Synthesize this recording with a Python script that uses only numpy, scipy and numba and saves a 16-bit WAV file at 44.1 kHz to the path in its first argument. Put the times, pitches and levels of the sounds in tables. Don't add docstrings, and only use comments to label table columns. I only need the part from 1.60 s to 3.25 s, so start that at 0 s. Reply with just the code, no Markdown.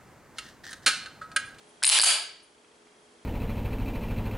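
import sys
import numpy as np
from scipy import signal
from scipy.fft import rfft, irfft
from scipy.io import wavfile
from scipy.ndimage import uniform_filter1d
from numba import njit

SR = 44100
rng = np.random.default_rng(int(sys.argv[2]) if len(sys.argv) > 2 else 0)


def to_wav(s):
    ch = np.atleast_2d(s).T
    pcm = np.round(np.clip(ch, -1, 1) * 32767)
    wavfile.write(sys.argv[1], SR, pcm.astype(np.int16))


N = 72765

# f/Hz, level/dB
AIR_SPECTRUM = [(25, -24), (65, -12.5), (95, -15.5), (180, -6), (280, -4.5), (420, -5.5), (650, -6.5),
                (1200, -11), (3200, -16.5), (6500, -19), (11000, -21)]
# f/Hz, gain/dB
AIR_SIDE_GAIN = [(60, -14), (250, -12.5), (1000, 0), (10000, -7.5)]
# f/Hz, level/dB
HUM_LINES = [(65, -88), (240, -73.5), (339, -74.5), (420, -68), (479, -73.5), (601, -78)]
AIR_DB = -58
WHINE_HZ, WHINE_WAVER_RAD, WHINE_GAIN_DB, FLUTTER_HZ = 3250, 1.1, -69.5, 29.7

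# f/Hz, T60/s
ROOM_DECAY = [(150, 0.81), (700, 0.46), (2000, 0.509), (4000, 0.4868), (7000, 0.367), (11000, 0.2973)]
# f/Hz, gain/dB
ROOM_TONE = [(100, -17.5), (600, 2.5), (1500, -2.5), (3000, 0.5), (5000, -4.5), (6500, -1.5), (10500, -1)]
# f/Hz, side gain/dB
ROOM_SIDE_GAIN = [(200, -12.5), (1000, -7.5), (4000, -7.5), (8000, -7), (11000, -15.5)]
ROOM_GAIN_DB, EARLY_GAIN_DB, DIRECT_SIDE_DB = -3, -3.5, -15.5
ROOM_GAP_S, ROOM_BUILD_S = 0.00725, .008

# t/s, length/s, level/dB
SKIN_BRUSHES = [(0.067, .055, -65.5), (0.822, 0.031, -57.5)]
# t/s, level/dB
PALM_THUMPS = [(.264, -44.5), (0.298, -39.5), (.436, -36.5)]
# t/s, level/dB, f/Hz
GRIP_TICKS = [(.7915, -64, 4350), (.8028, -48, 4900), (.98, -59, 2520), (1.046, -49, 1870),
              (1.271, -54.5, 1900)]
BRUSH_HZ, THUMP_HZ = 9800, 150
THUMP_DECAY_S, TICK_DECAY_S = .006, 0.0025

# t/s, length/s, level/dB
RAIL_SCRAPES = [(0.268, .044, -26.5), (.414, .024, -30)]
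# t/s, length/s, f/Hz, level/dB
RAIL_SQUEAKS = [(0.256, .021, 9510, -12), (0.276, .008, 9240, -6.5), (0.279, .006, 9230, -16.5)]

# t/s, level/dB, f/Hz, decay/s
PART_KNOCKS = [(0.2235, -27.5, 1529, 0.003), (0.2357, -9, 4937, .0015), (0.3886, -5.5, 1645, 0.0021),
               (0.3979, 7, 4894, .0024), (0.4005, -0.5, 4990, 0.0011), (0.4051, 5, 4906, .002)]
KNOCK_CLICK_DB = -7.5
KNOCK_ROOM_DB = -8

# t/s, level/dB, length/ms, body below 2 kHz/dB, brightness above 7 kHz/dB
SLIDE_CLACKS = [(0.2281, -20, 2, 5.5, 0.5), (0.2318, -26, 0.88, 11, 5), (0.236, 1, 1.2, -3, 3),
                (0.2444, 1, 2, -4.5, -16), (0.2469, -9, 1.5, 2.5, 4.5), (0.2517, -8.5, 1.5, -11, 14.5),
                (0.2664, -5, 2, -7.5, 3.5), (0.2759, 1.5, 0.8, -9.5, 0.5), (0.2909, -1.5, 2, -10, 7.5),
                (0.2977, 11.5, 1.9, 0.5, 2), (0.303, 4, 1.2, 2.5, 3.5), (0.3288, 2, 1, -12.5, -16),
                (0.3355, -5.5, 2, -4, -2), (0.3878, 0, 1.5, 4, 2.5), (0.3974, 8.5, 2.8, -3.5, -8),
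                (0.4013, -2, 1.5, -7, -0.5), (0.4043, 5.5, 0.98, -7.5, 1), (0.415, -7, 2, -10, 21.5),
                (0.4158, -10, 2.2, 7.5, 10), (0.4229, 0, 2, -5.5, 10.5), (0.4345, -12.5, 1, 20, 3.5),
                (0.437, -2.5, 2.4, 8, 12), (0.4423, 1.5, 5.3, 3, 5.5), (0.4453, 3, 1.3, -5, -4.5)]
# f/Hz, T60/s, level drawn back/dB, level shutting/dB (relative)
STEEL_MODES = [(890, .04, -2, -26.5), (1677, .03, 2.5, 3), (2379, 0.11, -2, -2.5), (3080, .07, -7, -9.5),
               (3290, .14, -16, -1.5), (4177, .12, -1, -12.5), (4370, .09, -0.5, -6), (4670, .09, -4, -8),
               (5010, 0.25, -6.5, -17), (6870, .08, -10.5, 3.5), (8650, .08, -10, -11),
               (9550, .12, 0.5, 13.5), (9980, .12, -9.5, -1.5), (10480, .1, -9.5, 2)]
# f/Hz, gain/dB
CRACK_SPECTRUM = [(60, -38), (250, -29.5), (450, -21), (750, -10), (1900, -5.5), (2700, -0.5), (4700, 5),
                  (6200, -6.5), (7500, -2), (10800, 1), (13000, -30)]
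SHUTS_S, RING_GAIN_DB = .41, -27
CONTACT_S, FALL_S = .0003, .0006
STEEL_CUT_HZ = 260

LIMIT_DB, ATTACK_S, RELEASE_S, LOOKAHEAD_S = -12.5, .0002, 0.01, 0.00016
SLOW_ATTACK_S, SLOW_RELEASE_S, SLOW_SHARE = .02, 0.86, 0.27
TOP_HZ = 11000


def undb(db):
    return 10 ** (np.asarray(db) / 20)


def unit(x):
    return x / np.sqrt(np.mean(x ** 2))


def at(table, hz):
    points = np.array(table)
    return np.interp(np.log(hz + 1e-9), np.log(points[:, 0]), points[:, 1])


def colour(x, table):
    size = 2048
    gain = undb(at(table, np.fft.rfftfreq(size, 1 / SR)))
    cepstrum = irfft(np.log(gain))
    cepstrum[1:size // 2] *= 2
    cepstrum[size // 2 + 1:] = 0
    response = irfft(np.exp(rfft(cepstrum)))
    return signal.fftconvolve(x, response)[:len(x)]


def band(hz, width_hz):
    f = np.fft.rfftfreq(N, 1 / SR)
    bell = np.exp(-2 * ((f - hz) / width_hz) ** 2)
    return unit(irfft(rfft(rng.standard_normal(N)) * bell, N))


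def strike(start_s, decay_s):
    age = np.maximum(np.arange(N) / SR - start_s, 0)
    return (1 - np.exp(-age / CONTACT_S)) * np.exp(-np.minimum(age / decay_s, 60))


def stroke(start_s, length_s):
    u = np.clip((np.arange(N) / SR - start_s) / length_s, 0, 1)
    return np.sqrt(u * (1 - u)) * 2


def stereo(mid, side):
    return np.array([mid + side, mid - side])


def background():
    t = np.arange(N) / SR
    mid, side = (undb(AIR_DB) * unit(colour(rng.standard_normal(N), AIR_SPECTRUM)) for _ in range(2))
    hum = np.zeros(N)
    for hz, db in HUM_LINES:
        level = np.sqrt(2) * undb(db) * (1 + .3 * band(0, 6))
        hum += level * np.sin(2 * np.pi * hz * t + .5 * band(0, 2.1))
    flutter = (1 + np.sin(2 * np.pi * FLUTTER_HZ * t)) ** 2 / 2
    whine = np.sin(2 * np.pi * WHINE_HZ * t + WHINE_WAVER_RAD * band(0, 130))
    return stereo(mid + hum + undb(WHINE_GAIN_DB) * flutter * whine, colour(side, AIR_SIDE_GAIN))


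def room_response():
    t, f = np.arange(N) / SR, np.fft.rfftfreq(N, 1 / SR)
    noise = rfft(rng.standard_normal(N))
    centres_hz = [hz for hz, _ in ROOM_DECAY]
    tail = np.zeros(N)
    for share, (_, t60_s) in zip(np.eye(len(centres_hz)), ROOM_DECAY):
        part = irfft(noise * np.interp(f, centres_hz, share), N)
        tail += part * np.exp(-np.log(1000) * t / t60_s)
    build = np.clip((t - ROOM_GAP_S) / ROOM_BUILD_S, 0, 1)
    early = undb(EARLY_GAIN_DB) * np.minimum(t / ROOM_GAP_S, 1)
    tail = tail * (build + (1 - build) * early)
    return colour(unit(tail) / np.sqrt(N), ROOM_TONE)


def hands():
    thumps = band(THUMP_HZ, 240) * sum(undb(db) * strike(s, THUMP_DECAY_S) for s, db in PALM_THUMPS)
    ticks = sum(undb(db) * strike(s, TICK_DECAY_S) * band(hz, 1466) for s, db, hz in GRIP_TICKS)
    brushes = band(BRUSH_HZ, 2200) * sum(undb(db) * stroke(s, length_s) ** 2 for s, length_s, db in SKIN_BRUSHES)
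    return thumps + ticks + brushes


def rails():
    t = np.arange(N) / SR
    rough = rng.standard_normal(N) * np.exp(.5 * band(0, 900))
    grit = unit(colour(rough, CRACK_SPECTRUM))
    out = grit * sum(undb(db) * stroke(s, length_s) for s, length_s, db in RAIL_SCRAPES)
    for s, length_s, hz, db in RAIL_SQUEAKS:
        squeak = np.sin(2 * np.pi * hz * t + .3 * band(0, 300))
        out += np.sqrt(2) * undb(db) * stroke(s, length_s) * squeak
    return out


def knocks():
    t = np.arange(N) / SR
    click = undb(KNOCK_CLICK_DB) * band(2000, 4400)
    out = np.zeros(N)
    for s, db, hz, decay_s in PART_KNOCKS:
        ring = np.sqrt(2) * np.sin(2 * np.pi * hz * t) * strike(s, decay_s)
        out += undb(db) * (ring + click * strike(s, decay_s / 3))
    return out


def crack(t, length_s):
    shape = (1 - np.exp(-t / CONTACT_S)) * np.exp(-np.maximum(t - length_s, 0) / FALL_S)
    return rng.standard_normal(len(t)) * shape


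def clacks():
    out, size = np.zeros(N), 8192
    t = np.arange(size) / SR
    hz, t60_s, back_db, shut_db = np.array(STEEL_MODES).T[:, :, None]
    for start_s, db, length_ms, body_db, bright_db in SLIDE_CLACKS:
        burst = crack(t, length_ms / 1000)
        tone = [(1600, body_db), (2400, 0.0079), (5500, 0.0091), (8500, bright_db)]
        mode_db = back_db if start_s < SHUTS_S else shut_db
        modes = undb(mode_db) * np.exp(-np.log(1000) * t / t60_s)
        ring = np.sum(modes * np.sin(2 * np.pi * (hz * t + rng.random(hz.shape))), axis=0)
        hit = colour(colour(burst, CRACK_SPECTRUM), tone) + undb(RING_GAIN_DB) * ring
        i = int(start_s * SR)
        out[i:i + size] += undb(db) * hit
    return out


def scene():
    cut = signal.butter(3, STEEL_CUT_HZ, "high", fs=SR, output="sos")
    slide = signal.sosfilt(cut, clacks() + rails()) + hands()
    knocked = signal.sosfilt(cut, knocks())
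    gun = slide + knocked
    to_room = slide + undb(KNOCK_ROOM_DB) * knocked
    mid, side = (undb(ROOM_GAIN_DB) * signal.fftconvolve(to_room, room_response())[:N] for _ in range(2))
    size = 64
    scatter = signal.lfilter(unit(rng.standard_normal(size)) / np.sqrt(size), 1, gun)
    sides = undb(DIRECT_SIDE_DB) * scatter + colour(side, ROOM_SIDE_GAIN)
    return stereo(gun + mid, sides) + background()


@njit
def follow(x, attack_s, release_s):
    out, e = np.empty(len(x)), 0.
    up, down = 1 - np.exp(-1 / (attack_s * SR)), 1 - np.exp(-1 / (release_s * SR))
    for i in range(len(x)):
        e += (x[i] - e) * (up if x[i] > e else down)
        out[i] = e
    return out


def record(dry):
    t = np.arange(N) / SR
    level = follow(np.abs(dry).max(axis=0), ATTACK_S, RELEASE_S)
    over = np.maximum(level / undb(LIMIT_DB), 1)
    over = np.interp(t + LOOKAHEAD_S, t, uniform_filter1d(over, size=24))
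    lingering = follow(np.log(over), SLOW_ATTACK_S, SLOW_RELEASE_S) * SLOW_SHARE
    wet = dry / np.maximum(over, np.exp(lingering))
    return signal.sosfilt(signal.ellip(10, .1, 70, TOP_HZ, fs=SR, output="sos"), wet)


dry = scene()
out = record(dry)
to_wav(out)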